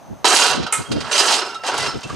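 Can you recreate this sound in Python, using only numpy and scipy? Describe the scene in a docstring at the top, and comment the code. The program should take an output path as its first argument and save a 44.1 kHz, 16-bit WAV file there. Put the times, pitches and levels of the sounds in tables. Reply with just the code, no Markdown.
"""Outdoors on a paved street, a steel hand truck is jolted and rolled, a little to the right of the microphone.
Random contacts on its toe plate, tubes and loose hardware set off dying modes: dense rattle and knocks.
One small part clinks brightly, and lone frame modes ring clear. No echo surrounds the steel.
Wind buffets the two microphone ports as swelling low noise.
Behind lies a quiet street floor of steady noise with a narrow hiss."""
import sys
import numpy as np
from scipy import signal
from scipy.fft import rfft, irfft
from scipy.io import wavfile
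from scipy.ndimage import uniform_filter1d

SR = 44100
rng = np.random.default_rng(int(sys.argv[2]) if len(sys.argv) > 2 else 0)


def wrap_up_sound(samples):
    """Save the sound to the file named by the first command line argument, as 16-bit audio."""
    columns = np.atleast_2d(samples).T
    # keep every value between -1 and 1, then stretch to whole-number steps
    tamed = np.clip(columns, -1, 1)
    steps = np.round(tamed * 32767).astype(np.int16)
    wavfile.write(sys.argv[1], SR, steps)


def voltage_ratio(level):
    """Linear amplitude factor for a level in decibels (scalar or array-like)."""
    return 10 ** (np.asarray(level, float) / 20)


N = 94815

# Levels of the steel tables stand before the placing, which lifts the whole truck.
# Shaking of the truck. Each row: time in seconds, drive of plate, of tubes and of hardware in dB.
SHAKING = [(.25, -16, -14, -17), (.3, -14.5, -14.5, -16.5), (.44, -16, -12.5, -18), (.52, -19.5, -20, -27),
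           (.6, -31, -33.5, -50.5), (.71, -33, -42.5, -87), (.735, -31, -32, -38), (.89, -42, -53, -51.5),
           (.97, -38, -41, -53), (1.1, -30, -41, -45), (1.135, -23.5, -23, -28), (1.2, -17, -13.5, -15.5),
           (1.27, -16, -15.5, -22), (1.34, -21, -15, -19), (1.42, -23.5, -29, -36), (1.62, -46.5, -53, -63),
           (1.665, -30, -23.5, -28.5), (1.72, -24, -34.5, -44), (1.8, -28.5, -27.5, -35),
           (1.885, -29.5, -31.5, -44), (1.95, -41, -44, -56.5), (2.02, -45, -49.5, -55),
           (2.15, -40.5, -45, -51)]
# Single knocks. Each row: start in seconds, drive of plate and of tubes in dB.
KNOCK_EVENTS = [(0.244, -8, -18.5), (0.2518, -32, -9.5), (0.6261, -32, -25), (0.6635, -23.5, -24),
                (0.9151, -28.5, -17), (1.0044, -34, -26.5), (1.112, -53, -22), (1.1263, -34, -18),
                (1.153, -23, -21), (1.284, -18, -25), (1.335, -37, -18.5), (1.543, -50, -28.5),
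                (1.635, -18, -33), (1.674, -18.5, -33), (1.74, -36, -31), (1.777, -32, -24.5),
                (1.826, -24.5, -32), (1.862, -33, -26), (2.0307, -41, -33), (2.096, -33.5, -45.5)]
# Band edges of plate, tubes and hardware, low to high. Each entry: frequency in Hz.
PART_BAND_EDGES_HZ = [180, 1600, 6000, 15000]
# Typical ring time of the weak modes of plate, tubes and hardware. Each entry: 60 dB decay in seconds.
PART_DECAY_S = [0.1, 0.1, 0.058]
# Strength of the many weak steel modes. Each row: frequency in Hz, relative level in dB.
WEAK_MODES = [(180, -18), (380, -8), (550, -10), (800, -5.5), (1350, -4.5), (1750, -9), (2590, -3),
              (2840, 1.5), (4880, -2.5), (8540, -5), (11900, -24), (15500, -60)]
# Narrow tones that stand out of the rattle. Each row: frequency in Hz, level over the weak modes in dB.
STANDOUT_TONES = [(405, 1.5), (735, 6), (940, 6), (1130, 4), (1280, 8), (1365, 6), (2458, 4), (2741, 3.5),
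                  (3255, 1), (3950, 1), (4120, 2), (4230, 2), (5272, 3), (6106, 4), (10300, 8)]
# Modes of the small clinking part. Each row: frequency in Hz, relative level in dB, 60 dB decay in seconds.
CLINK_MODES = [(904, -14, .25), (1287, -4, .2), (1330, -7, .2), (2075, -10, .25), (2140, -10, .3),
               (2476, -10, .2), (2966, -16, .2), (5960, -11, 0.14), (7520, -8, 0.13), (8150, -5, .09),
               (8900, 0, 0.086), (9600, 1, 0.1)]
# Colour of the clink's noisy tail. Each row: frequency in Hz, relative density in dB per Hz.
CLINK_TAIL_COLOUR = [(300, -24), (1300, -7), (2100, -8), (5050, -20), (8280, 1.5), (15500, -34.5)]
# Lone frame modes. Each row: start in seconds, frequency in Hz, level in dB, 60 dB decay in seconds.
LONE_RINGS = [(.2455, 762, -15, 0.22), (0.25, 920, -4.5, 0.029), (.68, 1260, -28.5, 0.25),
              (0.85, 3216, -43, 3.6), (1.19, 4940, -12, 0.19), (1.128, 6100, -15, 0.12),
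              (1.545, 3800, -37, 0.21), (1.45, 1360, -30.5, .4), (1.686, 560, -16, 0.044),
              (1.863, 5290, -31.5, 0.33), (1.37, 5270, -25, .55), (1.554, 1322, -26.5, 0.3),
              (1.525, 2750, -39, 0.6), (1.795, 2000, -29, 0.35), (1.83, 1350, -18.5, 0.075),
              (1.88, 1337, -23, 0.16), (2.031, 2670, -39.5, 0.32), (2.1, 1160, -29, 0.062)]
# Full sideways tilt of the truck. Each row: frequency in Hz, left minus right in dB.
SIDE_TILT = [(200, 0), (380, 0.5), (700, -1.5), (1290, -3.5), (2380, -4.5), (4400, -7), (8120, -1),
             (15000, -4)]
# The truck moves toward the middle. Each row: time in seconds, share of the tilted sound (1 = full tilt).
TILT_SHARE = [(0, 1.37), (1.4, 1), (1.7, 0.48), (2.15, 0.47)]
# How alike the steel is at the two ports. Each row: frequency in Hz, left-right likeness (1 = identical).
PORT_LIKENESS = [(200, 1), (1400, 0.97), (3100, 0.78), (6800, 0.84), (15000, 0.33)]
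# Wind gusts. Each row: centre in seconds, half width (to 1/e) in seconds, relative swell in dB.
WIND_GUSTS = [(0.123, 0.026, -35.5), (.53, 0.046, -33), (0.593, 0.032, -24), (.65, 0.021, -30.5),
              (0.802, 0.026, -29), (0.918, 0.027, -27), (0.971, 0.033, -26), (1.05, 0.042, -37.5),
              (1.82, 0.062, -37), (1.886, 0.012, -34), (1.96, 0.026, -29.5), (2.061, 0.013, -34),
              (2.14, 0.033, -34)]
# Colour of the low buffeting. Each row: frequency in Hz, relative density in dB per Hz.
BUFFET_COLOUR = [(20, -31), (60, -5.5), (130, 2.5), (250, -2.5), (500, -23), (1600, -70)]
# Colour of the brighter edge of strong gusts. Each row: frequency in Hz, relative density in dB per Hz.
GUST_EDGE_COLOUR = [(100, -28), (250, 1), (500, -5), (900, -18.5), (2600, -60)]
# Colour of the street floor. Each row: frequency in Hz, relative density in dB per Hz.
STREET_COLOUR = [(120, -62), (200, -14), (430, -15.5), (677, -6), (940, -12), (2020, -26), (11800, -40),
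                 (15500, -36)]

SHAKE_START_S = 0.2505
CONTACTS_PER_S, CONTACT_SPREAD_DB = 600, 4  # contacts outside knocks, for each loose piece
TURN_DB, TURNS_PER_S = 6, 5  # how strongly and how often the pieces take turns
CLUMP_DB, CLUMPS_PER_S = 1.2, 60  # quick unevenness shared by the pieces of a part
KNOCK_DECAY_S, RING_RISE_S = 0.0057, 0.00038
HARDWARE_LESS_DB = 10.5  # hardware follows the tubes in a knock, this much weaker
STRONG_T60_S, STRONG_PITCH_SPREAD = 0.15, 0.004  # the pieces differ a little in pitch
CRACK_DECAY_S, CRACK_DB = 0.006, 2.5  # dry noise of each contact, over its ringing
CLINK_START_S, CLINK_DB, CLINK_TAIL_DB, CLINK_TAIL_T60_S = 0.7247, -17, -15, 0.25
FLUTTER_DB, FLUTTERS_PER_S = 2.2, 30  # loose joints damp and free the lone rings
TWIN_DB = -5  # a close weaker neighbour makes each lone ring waver
BODY_LOW_HZ, TRUCK_DB = 222, 4.5
WIND_DB, CALM_DB, WIND_LIKENESS = 5, -52.5, -0.58  # negative likeness: the ports mostly oppose
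EDGE_DB, EDGE_FOLLOWS, GUST_MEAN_DB = -42.5, 1.87, -38  # edge gains 1.87 dB per dB of swell
STREET_DB, STREET_LIKENESS = -44.5, 0.59
HISS_HZ, HISS_WIDTH_HZ, HISS_DB = 6200, 550, -61
GAIN_KNEE_DB, GAIN_SHARE = -23, 0.38  # dB of cut per dB above the knee
GAIN_ATTACK_S, GAIN_RELEASE_DB_PER_S = 0.0011, 10
MIC_LOW_HZ, MIC_TOP_HZ, CUTOFF_HZ, PEAK_LIMIT = 30, 13800, 16400, 0.95


def rms_one(x):
    """Scale to rms 1."""
    return x / np.sqrt(np.mean(x ** 2) + 1e-20)


def in_time(rows):
    """Columns of a curve table, sample by sample."""
    s, *columns = np.transpose(rows)
    return np.array([np.interp(np.arange(N) / SR, s, column) for column in columns])


def at_hz(points, hz):
    """Read a table on a log-frequency axis."""
    table_hz, values = np.transpose(points)
    return np.interp(np.log(hz + 1), np.log(table_hz), values)


def drift(rate):
    """Slow random wander of rms 1: noise through two equal one-pole lowpasses at rate Hz."""
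    r = np.exp(-2 * np.pi * rate / SR)
    wander = signal.lfilter([1], [1, -2 * r, r * r], rng.standard_normal(N + SR))
    return rms_one(wander[SR:])  # the first second settles the filter


def bandpass(x, order, low, high):
    """Keep the sound between two frequencies in Hz."""
    return signal.sosfilt(signal.butter(order, [low, high], "band", fs=SR, output="sos"), x)


def coloured(spectrum, alike, size):
    """Stereo noise of a given colour and left-right likeness, rms 1."""
    hz = np.arange(size // 2 + 1) * SR / size
    mid, side = rfft(rng.standard_normal((2, size))) * voltage_ratio(at_hz(spectrum, hz))
    alike = alike if np.isscalar(alike) else at_hz(alike, hz)
    alike = np.clip(alike, -0.99, 0.99)
    ports = np.sqrt(1 + alike) * mid + np.sqrt(1 - alike) * side * [[1], [-1]]
    return rms_one(irfft(ports, size))


def rings(hz, db, t60):
    """Stereo answer to one blow: dying sines, each reaching the two ports with its own phase gap."""
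    t = np.arange(SR // 2) / SR
    gap = np.arccos(np.clip(at_hz(PORT_LIKENESS, hz), 0, 1)) * rng.normal(0, 1, len(hz))
    start = rng.uniform(0, 2 * np.pi, len(hz))
    fade = voltage_ratio(db[:, None] - 60 * t / t60[:, None])
    turning = 2 * np.pi * hz[:, None] * t
    ports = []
    for side in (1, -1):
        phase = (start + side * gap / 2)[:, None]
        ports.append(np.sum(fade * np.sin(turning + phase), axis=0))
    return (1 - np.exp(-t / RING_RISE_S)) * np.array(ports)


def loose_piece(low, high, t60, count=36):
    """One piece of steel: a crowd of weak modes, the outstanding tones in its band and a short crack; energy 1."""
    strong = np.array([mode for mode in STANDOUT_TONES if low <= mode[0] < high])
    weak_hz = low + (high - low) * (np.arange(count) + rng.random(count)) / count
    strong_hz = strong[:, 0] * rng.normal(1, STRONG_PITCH_SPREAD, len(strong))
    hz = np.r_[weak_hz, strong_hz]
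    weak_db = rng.normal(0, 3.0, count)
    strong_db = strong[:, 1] + rng.normal(0, 3.5, len(strong))
    db = at_hz(WEAK_MODES, hz) + np.r_[weak_db, strong_db]
    weak_t60 = t60 * voltage_ratio(rng.normal(0, 3.5, count))
    body = rms_one(rings(hz, db, np.r_[weak_t60, np.full(len(strong), STRONG_T60_S)]))
    size = body.shape[1]
    crack = coloured(WEAK_MODES, PORT_LIKENESS, size) * np.exp(-np.arange(size) / SR / CRACK_DECAY_S)
    crack = rms_one(bandpass(crack, 3, low, high))
    return rms_one(body + voltage_ratio(CRACK_DB) * crack) / np.sqrt(size)


def truck(count=4):
    """Random contacts, driven by shaking and by knocks, strike the loose pieces of each part in turn."""
    t = np.arange(N) / SR
    s, plate_db, tubes_db = np.transpose(KNOCK_EVENTS)
    since = t - s[:, None]
    bursts = (since > 0) * np.exp(-np.abs(since) / KNOCK_DECAY_S)
    knock_db = np.array([plate_db, tubes_db, tubes_db - HARDWARE_LESS_DB])
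    drive = voltage_ratio(in_time(SHAKING)) * (t > SHAKE_START_S) + voltage_ratio(knock_db) @ bursts
    denser = 1 + 4 * bursts.sum(axis=0)  # contacts crowd at the start of a knock
    out = np.zeros((2, N))
    for k, t60 in enumerate(PART_DECAY_S):
        low, high = PART_BAND_EDGES_HZ[k:k + 2]
        turns = voltage_ratio(TURN_DB * np.array([drift(TURNS_PER_S) for _ in range(count)]))
        turns = turns / np.sqrt(np.sum(turns ** 2, axis=0))  # constant power over all pieces
        turns = turns * voltage_ratio(CLUMP_DB * drift(CLUMPS_PER_S))
        for turn in turns:
            sizes = voltage_ratio(CONTACT_SPREAD_DB * np.minimum(rng.exponential(1, N), 4)) * rng.choice([-1, 1], N)
            touching = rng.random(N) < CONTACTS_PER_S * denser / SR
            hits = rms_one(sizes * touching / np.sqrt(denser)) * drive[k] * turn
            out += signal.fftconvolve(hits[None], loose_piece(low, high, t60), axes=1)[:, :N]
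    return out


def clink():
    """A small part is struck and buzzes: a quick run of touches on its modes, and a noisy tail."""
    hz, db, t60 = np.transpose(CLINK_MODES)
    t = np.arange(SR // 2) / SR
    touching = rng.random(len(t)) < 400 / SR  # 400 touches per second
    touches = touching * rng.normal(0, 0.42, len(t)) * np.exp(-t / 0.022)
    touches[0] = 1  # the first blow
    ring = signal.fftconvolve(touches[None], rings(hz, db, t60), axes=1)[:, :len(t)]
    tail_fade = voltage_ratio(CLINK_TAIL_DB - 60 * t / CLINK_TAIL_T60_S)
    tail = tail_fade * coloured(CLINK_TAIL_COLOUR, PORT_LIKENESS, size=len(t))
    struck = voltage_ratio(CLINK_DB) * ring + tail
    return np.pad(struck, ((0, 0), (int(CLINK_START_S * SR), N)))[:, :N]


def pings():
    """Lone modes of the frame that are struck and ring clear, each fluttering and beating with a close twin."""
    out = np.zeros((2, N + SR))
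    for s, hz, db, t60 in LONE_RINGS:
        first, size = int(s * SR), SR // 2
        pair_hz = hz + np.array([0, rng.uniform(12.32, 40.48)])
        pair_db = db + np.array([0, TWIN_DB])
        flutter = voltage_ratio(FLUTTER_DB * drift(FLUTTERS_PER_S)[:size])
        out[:, first:first + size] += flutter * rings(pair_hz, pair_db, np.full(2, t60))
    return out[:, :N]


def placed(x):
    """The truck's place between the ports: a left-right level tilt by band, whose share changes in time."""
    half_tilt_db = at_hz(SIDE_TILT, np.arange(N // 2 + 1) * SR / N) / 2
    tilted = irfft(rfft(x) * voltage_ratio(half_tilt_db * [[1], [-1]]), N)
    return voltage_ratio(TRUCK_DB) * (x + in_time(TILT_SHARE) * (tilted - x))


def wind():
    """Lumpy low buffeting, largely opposed in the two ports, brighter in strong gusts."""
    s, width, db = np.array(WIND_GUSTS).T[:, :, None]
    bells = np.exp(-((np.arange(N) / SR - s) / width) ** 2)
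    swell_db = 20 * np.log10(voltage_ratio(CALM_DB) + np.sum(voltage_ratio(db) * bells, axis=0))
    buffet = voltage_ratio(WIND_DB + swell_db) * coloured(BUFFET_COLOUR, WIND_LIKENESS, size=N)
    edge_db = EDGE_DB + EDGE_FOLLOWS * (swell_db - GUST_MEAN_DB)
    return buffet + voltage_ratio(edge_db) * coloured(GUST_EDGE_COLOUR, WIND_LIKENESS, size=N)


def street():
    """Steady outdoor floor of coloured noise, and a narrow band of hiss alike in both ports."""
    low, high = HISS_HZ - HISS_WIDTH_HZ / 2, HISS_HZ + HISS_WIDTH_HZ / 2
    hiss = rms_one(bandpass(rng.standard_normal(N), 2, low, high))
    return voltage_ratio(STREET_DB) * coloured(STREET_COLOUR, STREET_LIKENESS, size=N) + voltage_ratio(HISS_DB) * hiss


def scene():
    """All sources at the two ports; the steel sounds carry no deep bass."""
    no_bass = signal.butter(4, BODY_LOW_HZ, "high", fs=SR, output="sos")
    steel = signal.sosfilt(no_bass, truck() + clink() + pings())
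    return placed(steel) + wind() + street()


def gain_control(x):
    """Loud passages pull the gain down at once; it creeps back slowly."""
    power = uniform_filter1d(np.mean(x ** 2, axis=0), size=441, origin=220)  # over the last 10 ms
    level_db = 10 * np.log10(power + 1e-9)
    cut_db = GAIN_SHARE * np.maximum(level_db - GAIN_KNEE_DB, 0)
    release_db = GAIN_RELEASE_DB_PER_S * np.arange(N) / SR
    held_db = np.maximum.accumulate(cut_db + release_db) - release_db  # peak cut, released steadily
    r = np.exp(-1 / (GAIN_ATTACK_S * SR))
    return x * voltage_ratio(-signal.lfilter([1 - r], [1, -r], held_db))


def low_pass(x):
    """Removes everything above the highest recorded frequency."""
    return signal.sosfilt(signal.butter(12, 15700, fs=SR, output="sos"), x)


def record(dry):
    """The microphone trims both ends, gain control follows, peaks are rounded and the top is cut steeply."""
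    heard = gain_control(bandpass(dry, 3, MIC_LOW_HZ, MIC_TOP_HZ))
    rounded = PEAK_LIMIT * np.tanh(heard / PEAK_LIMIT)
    finished = signal.sosfilt(signal.cheby2(10, 60, CUTOFF_HZ, fs=SR, output="sos"), rounded)
    return low_pass(finished)


dry = scene()
out = record(dry)
wrap_up_sound(out)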